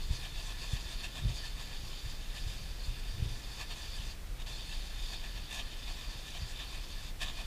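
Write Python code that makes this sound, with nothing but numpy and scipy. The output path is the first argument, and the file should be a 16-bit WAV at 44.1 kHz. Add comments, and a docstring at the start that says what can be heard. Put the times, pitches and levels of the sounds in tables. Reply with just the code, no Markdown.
"""Stirring epoxy putty on a paper plate

Outdoors, close to the microphone, flat wooden sticks work stiff putty on a hand-held paper plate.
The putty drags with a fine hiss and crackles as its threads snap; where wood reaches paper it rasps
and rings sticks and plate. Underneath lie soft handling knocks, the low rumble of a breeze on the
microphone and an even hiss."""
import sys
import numpy as np
from scipy import signal
from scipy.fft import rfft, irfft
from scipy.io import wavfile
from scipy.ndimage import map_coordinates

SR = 44100
rng = np.random.default_rng(int(sys.argv[2]) if len(sys.argv) > 2 else 0)


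def to_wav(sig):
    """Store sig (one row per channel, or 1-D mono) as 16-bit WAV at the path in sys.argv[1].

    Samples outside -1..1 are clipped; the rate is SR.
    """
    pcm = np.clip(np.atleast_2d(sig), -1, 1) * 32767
    pcm = np.round(pcm).astype(np.int16)
    wavfile.write(sys.argv[1], SR, pcm.T)  # frames by channels


N = 329250

# moving air on the microphone: (frequency [Hz], gain [dB])
RUMBLE_SPECTRUM = [(8, -52), (17, -1), (29, 0.5), (40, -1.5), (52, -8.5), (68, -13.5), (92, -18.5),
                   (120, -18), (160, -25), (240, -33), (500, -52)]
# still outdoor air and steady hiss: (frequency [Hz], gain [dB])
HISS_SPECTRUM = [(100, -6), (180, 0.5), (300, 0), (500, -2.5), (1000, -7), (2000, -6), (4000, -8),
                 (7000, -14.5), (11000, -18), (15500, -21.5)]
# spells with the sticks in the putty: (dip in [s], lift out [s])
STIR_SPELLS = [(-0.1, 4.14), (4.466, 7.11), (7.21, 7.6)]
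# how hard the hand bears down, heard as steady drag: (time [s], relative level [dB])
HAND_EFFORT = [(0, -54.5), (0.4, -54.5), (0.9, -52.5), (1.1, -55), (1.35, -56), (1.55, -57), (2.2, -57),
               (3.0, -57), (3.45, -56), (3.9, -53.5), (4.6, -57), (5.1, -55.5), (5.44, -59), (5.6, -56.5),
               (6.3, -55.5), (6.8, -55.5), (7.47, -57.5)]
# the hand slows as it turns the stroke round: (time [s], level change [dB])
STROKE_TURNS = [(0.075, -4), (0.32, -1.5), (0.58, -1), (1.11, -3.5), (1.225, -1.5), (1.53, -1.5),
                (2.2, -2.5), (2.76, -2), (3.672, -3.5), (4.89, 0), (6.87, -1)]
# pushes through the thick of the lump: (time [s], relative level [dB], half-width [s])
LUMP_PUSHES = [(0.165, -52, 0.045), (0.42, -53, 0.023), (0.82, -64, .035), (0.93, -58, .03),
               (1.29, -54, 0.04), (1.37, -48.5, 0.025), (1.45, -50, 0.038), (1.64, -58, .06),
               (1.89, -54.5, 0.12), (2.1, -51.5, 0.022), (2.39, -54, 0.042), (2.52, -52.5, 0.038),
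               (2.86, -53.5, .025), (4.485, -51, 0.051), (4.62, -55.5, 0.067), (4.75, -54.5, 0.079),
               (4.84, -58, 0.022), (5.09, -54, .06), (5.91, -60, .04), (6.11, -52.5, 0.031),
               (6.5, -53, 0.02), (6.92, -56, 0.031), (7.225, -45.5, 0.015)]
# friction heard straight from the contact: (frequency [Hz], gain [dB])
FRICTION_SPECTRUM = [(150, 3), (400, -2.5), (900, 9.5), (1400, -9), (3000, 1.5), (5000, -4.5), (7500, -0.5),
                     (9200, -12.5), (12000, -7.5), (15500, -19)]
# resonances of sticks and plate: (frequency [Hz], bandwidth [Hz], putty gain [dB], paper gain [dB])
STICK_PLATE_MODES = [(688, 120, -28, -11.5), (1080, 230, -18, -9), (1758, 96, -9, 3), (1887, 73, -17, -5.5),
                     (2524, 128, -10, -1.5), (2706, 187, -9, -0.5), (3126, 510, -6, -0.5),
                     (3541, 276, 1, 2.5), (4340, 230, 0, -2.5), (4600, 216, 2, -29), (4870, 260, -6, -9),
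                     (5610, 180, -22, -7.5), (6030, 400, -13.5, -17), (6550, 150, -11.5, -12),
                     (6960, 700, -12, -22.5), (8500, 1130, -17.5, -24), (9820, 780, -20.5, -34)]
# strokes where wood bites into paper:
# (time [s], level [dB], half-width [s], relative brightness [dB], relative hollowness [dB])
PAPER_SCRAPES = [(0.137, -47, 0.02, 0, -16), (0.254, -46, 0.021, -12, -6), (.384, -49.5, 0.025, -1, -6),
                 (0.505, -48, 0.025, -7, -4), (0.638, -47.5, 0.035, -4, -12), (0.758, -49.5, 0.028, -3, -5),
                 (0.91, -51, 0.02, -12, -8), (1.05, -42.5, 0.017, -2, -16), (1.18, -44.5, 0.02, -3, -7),
                 (1.309, -52, 0.02, 0, -14), (1.458, -49, 0.018, -1, -12), (1.609, -48, 0.032, -4, -7),
                 (1.735, -50.5, 0.027, -11, -9), (2.372, -49, .018, -3, -6),
                 (3.612, -44.5, 0.024, -7, -2.5), (3.717, -43.5, 0.014, -12, -8.5),
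                 (3.856, -50, .018, -12, -14), (4.415, -50.5, 0.017, -8, -16),
                 (4.471, -46.5, .006, -10, -14), (4.485, -49, .011, -11, -14),
                 (4.517, -50.5, .018, -4, -12), (4.726, -51.5, 0.035, -2, -7),
                 (5.138, -43.5, 0.015, -11, -10), (5.253, -50, 0.024, -9, -5), (5.38, -49, 0.016, -12, -14),
                 (5.543, -42, 0.028, -1, -21), (5.591, -43, 0.018, -2, -3.5),
                 (5.892, -45.5, 0.021, -12, -5), (6.003, -49, 0.03, -4, -9),
                 (6.365, -45.5, 0.015, -6, -3.5), (6.616, -45.5, 0.025, -12, -12),
                 (6.747, -47.5, 0.021, -1, -9), (7.227, -38.5, 0.015, -3, -7), (7.278, -45, .024, -5, -9),
                 (7.398, -46.5, 0.021, -5, -3)]
# tearing threads of putty: (frequency [Hz], gain [dB])
CRACKLE_SPECTRUM = [(2000, -28), (4500, -7), (6000, 3.5), (7300, -1), (9000, -5), (13000, -12),
                    (15500, -24)]
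# bands in which the threads snap: (frequency [Hz])
THREAD_BANDS = [5170, 5980, 6630, 7340, 8000, 10000]
# a stick peels off the putty in a flurry of snapping threads: (time [s], relative level [dB])
STICK_PEELS = [(0.22, -56), (0.47, -53), (0.73, -51), (2.53, -51), (3.32, -54), (3.54, -53), (3.8, -53),
               (4.045, -51.5), (6.29, -49.5), (5.56, -53), (7.04, -55), (7.23, -57)]
# soft handling knocks:
# (time [s], relative force [dB], contact half-width [s], relative shudder [dB], shudder half-width [s])
HANDLING_KNOCKS = [(0.108, -27.5, 0.0024, -33.5, .025), (.735, -23.5, 0.0025, -40, 0.013),
                   (1.257, -24.5, 0.002, -28.5, 0.041), (1.836, -39, 0.0012, -45, .02),
                   (2.061, -36, .0028, -47, .02), (2.469, -31, .003, -42, 0.013),
                   (2.886, -28, .005, -42, .025), (3.223, -25.5, 0.0021, -30.5, .055),
                   (3.999, -32, 0.0036, -47.5, 0.023), (6.42, -32, 0.0024, -38.5, 0.029)]
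# what the knocks ring with: (frequency [Hz], bandwidth [Hz], relative gain [dB])
THUD_MODES = [(45.5, 37.5, 1), (78, 31, -6), (116, 40, 0.5)]
# force of the plate shifting in the fingers: (frequency [Hz], gain [dB])
SHUDDER_SPECTRUM = [(15, -4), (40, 3.5), (85, 1.5), (130, -4.5), (190, -18), (300, -19.5), (600, -23),
                    (2000, -70)]

RUMBLE_DB, RUMBLE_DB_PER_S = -39.5, -0.224  # the breeze slowly eases
DIP_S, LIFT_S, LIFTED_DB = 0.003, 0.021, -28  # how fast the drag comes and goes; what is left lifted
TURN_S, PEEL_S = 0.035, 0.029  # half-widths
CONTACT_DB_PER_S = 0.36  # the putty thins as it is spread, so the paper is heard more
HOLLOW_DB_PER_OCTAVE = -6.5  # a stroke that flexes the whole plate favours its low resonances
SHUDDER_LAG_S = 0.0084  # the shudder is strongest just after the knock
TOP_HZ = 15300


def undb(db):
    """Decibels to gain."""
    return 10 ** (np.asarray(db) / 20)


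def power_db(power):
    """Power to decibels."""
    return 10 * np.log10(power + 1e-12)


def unit(x):
    """Scale to rms 1."""
    return x / np.sqrt(np.mean(x ** 2))


def colour(x, points):
    """Filter by a spectrum of (frequency [Hz], gain [dB]) points."""
    hz, db = np.transpose(points)
    freqs = np.maximum(np.fft.rfftfreq(N, 1 / SR), 1)
    return irfft(rfft(x) * undb(np.interp(np.log(freqs), np.log(hz), db)), N)


def resonate(x, hz, width):
    """One damped resonance, gain 1 at its centre."""
    return signal.lfilter(*signal.iirpeak(hz, hz / width, fs=SR), x)


def wander(per_s):
    """Smooth random drift with a spread near 1."""
    steps = rng.standard_normal(4096)
    coarse = np.arange(0, N + 32, 32)
    curve = map_coordinates(steps, [coarse / SR * per_s], order=3, mode="wrap")
    return np.interp(np.arange(N), coarse, curve)


def bump(s, width):
    """A smooth swell of height 1 around time s, falling to 1 / e within width seconds."""
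    out = np.zeros(N)
    near = np.arange(max(0, int((s - 4 * width) * SR)), min(N, int((s + 4 * width) * SR)))
    out[near] = np.exp(-((near / SR - s) / width) ** 2)
    return out


def swells(rows):
    """Summed power of smooth swells given as (time [s], level [dB], half-width [s])."""
    return sum(undb(db) ** 2 * bump(s, width) for s, db, width in rows)


def outdoor_air():
    """A breeze rumbles unsteadily on the microphone, under an even hiss."""
    breeze_db = RUMBLE_DB + RUMBLE_DB_PER_S * np.arange(N) / SR
    rumble = unit(colour(rng.standard_normal(N), RUMBLE_SPECTRUM)) * undb(breeze_db + 0.7 * wander(8.2))
    hiss = unit(colour(rng.standard_normal(N), HISS_SPECTRUM)) * undb(-54)
    return rumble + hiss


def stick_contact(t):
    """1 while the sticks are in the putty; they dip in quickly and pull free more slowly."""
    inside = sum((1 + np.tanh((t - down) / DIP_S)) * (1 - np.tanh((t - up) / LIFT_S)) / 4
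                 for down, up in STIR_SPELLS)
    return np.maximum(inside, undb(LIFTED_DB))


def slips(per_s, spread_db, smooth):
    """Tiny stick-slip releases of uneven size, over a share of smooth sliding."""
    happens = rng.random(N) < per_s / SR
    sizes = undb(spread_db * np.clip(rng.standard_normal(N), -2, 2)) * rng.choice([-1, 1], N)
    return unit(unit(happens * sizes) + smooth * rng.standard_normal(N))


def sticks_and_plate(force, gains_db, drift_db, direct_db):
    """Friction rings sticks and plate; each resonance waxes and wanes as the contact point travels."""
    out = undb(direct_db) * colour(force, FRICTION_SPECTRUM)
    for (hz, width, _, _), db in zip(STICK_PLATE_MODES, gains_db):
        # a broad second filter keeps the valleys between resonances dark
        ring = resonate(resonate(force, hz, width), hz, min(4 * width, hz))
        out = out + ring * undb(db + drift_db * wander(18))
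    return out


def putty_drag(drag_db):
    """Stiff paste shears and tears in countless fine threads: a fine hiss at close range."""
    force = slips(per_s=2200, spread_db=2.5, smooth=0.58)
    gains_db = [db for _, _, db, _ in STICK_PLATE_MODES]
    drag = sticks_and_plate(force, gains_db, drift_db=2, direct_db=-21)
    return unit(drag) * undb(drag_db + 2.5 + 1.5 * wander(55))


def paper_rasp(rub_db):
    """Wood rubs over paper fibres: lightly all the time, hard in short strokes."""
    rasp_power = undb(rub_db) ** 2 + swells([row[:3] for row in PAPER_SCRAPES])
    force = slips(per_s=2400, spread_db=3, smooth=0.49) * undb(0.98 * wander(170))
    gains_db = [db for _, _, _, db in STICK_PLATE_MODES]
    rasp = sticks_and_plate(force, gains_db, drift_db=2.5, direct_db=-15)
    # the sharp edge of a stick adds a crisp top
    edge_power = swells([(s, db + bright_db, width) for s, db, width, bright_db, _ in PAPER_SCRAPES])
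    crisp = colour(force, [(2500, -25), (4500, -5), (6500, 3), (8500, 0), (10500, -4), (15000, -21)])
    # its flat face catches more coarsely and makes the plate sound hollow
    flex_power = swells([(s, db + hollow_db, width) for s, db, width, _, hollow_db in PAPER_SCRAPES])
    lowest_hz = STICK_PLATE_MODES[0][0]
    flex_db = [db + HOLLOW_DB_PER_OCTAVE * np.log2(hz / lowest_hz) for hz, _, _, db in STICK_PLATE_MODES]
    coarse_force = slips(per_s=1200, spread_db=4.5, smooth=0.4)
    hollow = sticks_and_plate(coarse_force, flex_db, drift_db=2.5, direct_db=-27)
    return (unit(rasp) * np.sqrt(rasp_power)
            + undb(-14.5) * unit(crisp) * np.sqrt(edge_power)
            + undb(-2) * unit(hollow) * np.sqrt(flex_power))


def thread_crackle(sticky_db):
    """Sticky threads snap behind the sticks, each band of pitch in its own small flurries."""
    snaps = slips(per_s=800, spread_db=3, smooth=1) * undb(2.16 * wander(30))
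    flurries = sum(resonate(snaps, hz, width=550) * undb(5.8 * wander(25)) for hz in THREAD_BANDS)
    return unit(colour(snaps + undb(-4) * flurries, CRACKLE_SPECTRUM)) * undb(sticky_db - 5.5)


def handling_knocks():
    """Each soft push sets off a short, deep thud, and the plate shudders in the fingers around it."""
    push = -sum(undb(db) * bump(s, contact) for s, db, contact, _, _ in HANDLING_KNOCKS)
    shudder_power = swells([(s + SHUDDER_LAG_S, db, width) for s, _, _, db, width in HANDLING_KNOCKS])
    shudder = unit(colour(rng.standard_normal(N), SHUDDER_SPECTRUM)) * np.sqrt(shudder_power)
    force = push + undb(-6.5) * shudder
    return undb(4.5) * sum(undb(db) * resonate(force, hz, width) for hz, width, db in THUD_MODES)


def scene():
    """At one close microphone: the hand's effort drives drag, rasp and crackle over knocks and air."""
    t = np.arange(N) / SR
    turns_db = sum(db * bump(s, TURN_S) for s, db in STROKE_TURNS)
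    effort_db = np.interp(t, *np.transpose(HAND_EFFORT)) + turns_db
    touching = stick_contact(t) ** 2
    steady_power = touching * undb(effort_db) ** 2
    push_power = touching * swells(LUMP_PUSHES)
    peel_power = swells([(s, db, PEEL_S) for s, db in STICK_PEELS])
    sticky_power = steady_power * undb(-3) ** 2 + push_power * undb(-5.5) ** 2 + peel_power
    drag = putty_drag(power_db(steady_power + push_power))
    rasp = paper_rasp(power_db(steady_power) + CONTACT_DB_PER_S * t)
    crackle = thread_crackle(power_db(sticky_power))
    return (drag + rasp + crackle + handling_knocks() + outdoor_air())[None]


def record(dry):
    """The recorder cuts the top steeply."""
    return signal.sosfilt(signal.ellip(10, 0.2, 70, TOP_HZ, fs=SR, output="sos"), dry)


dry = scene()
out = record(dry)
to_wav(out)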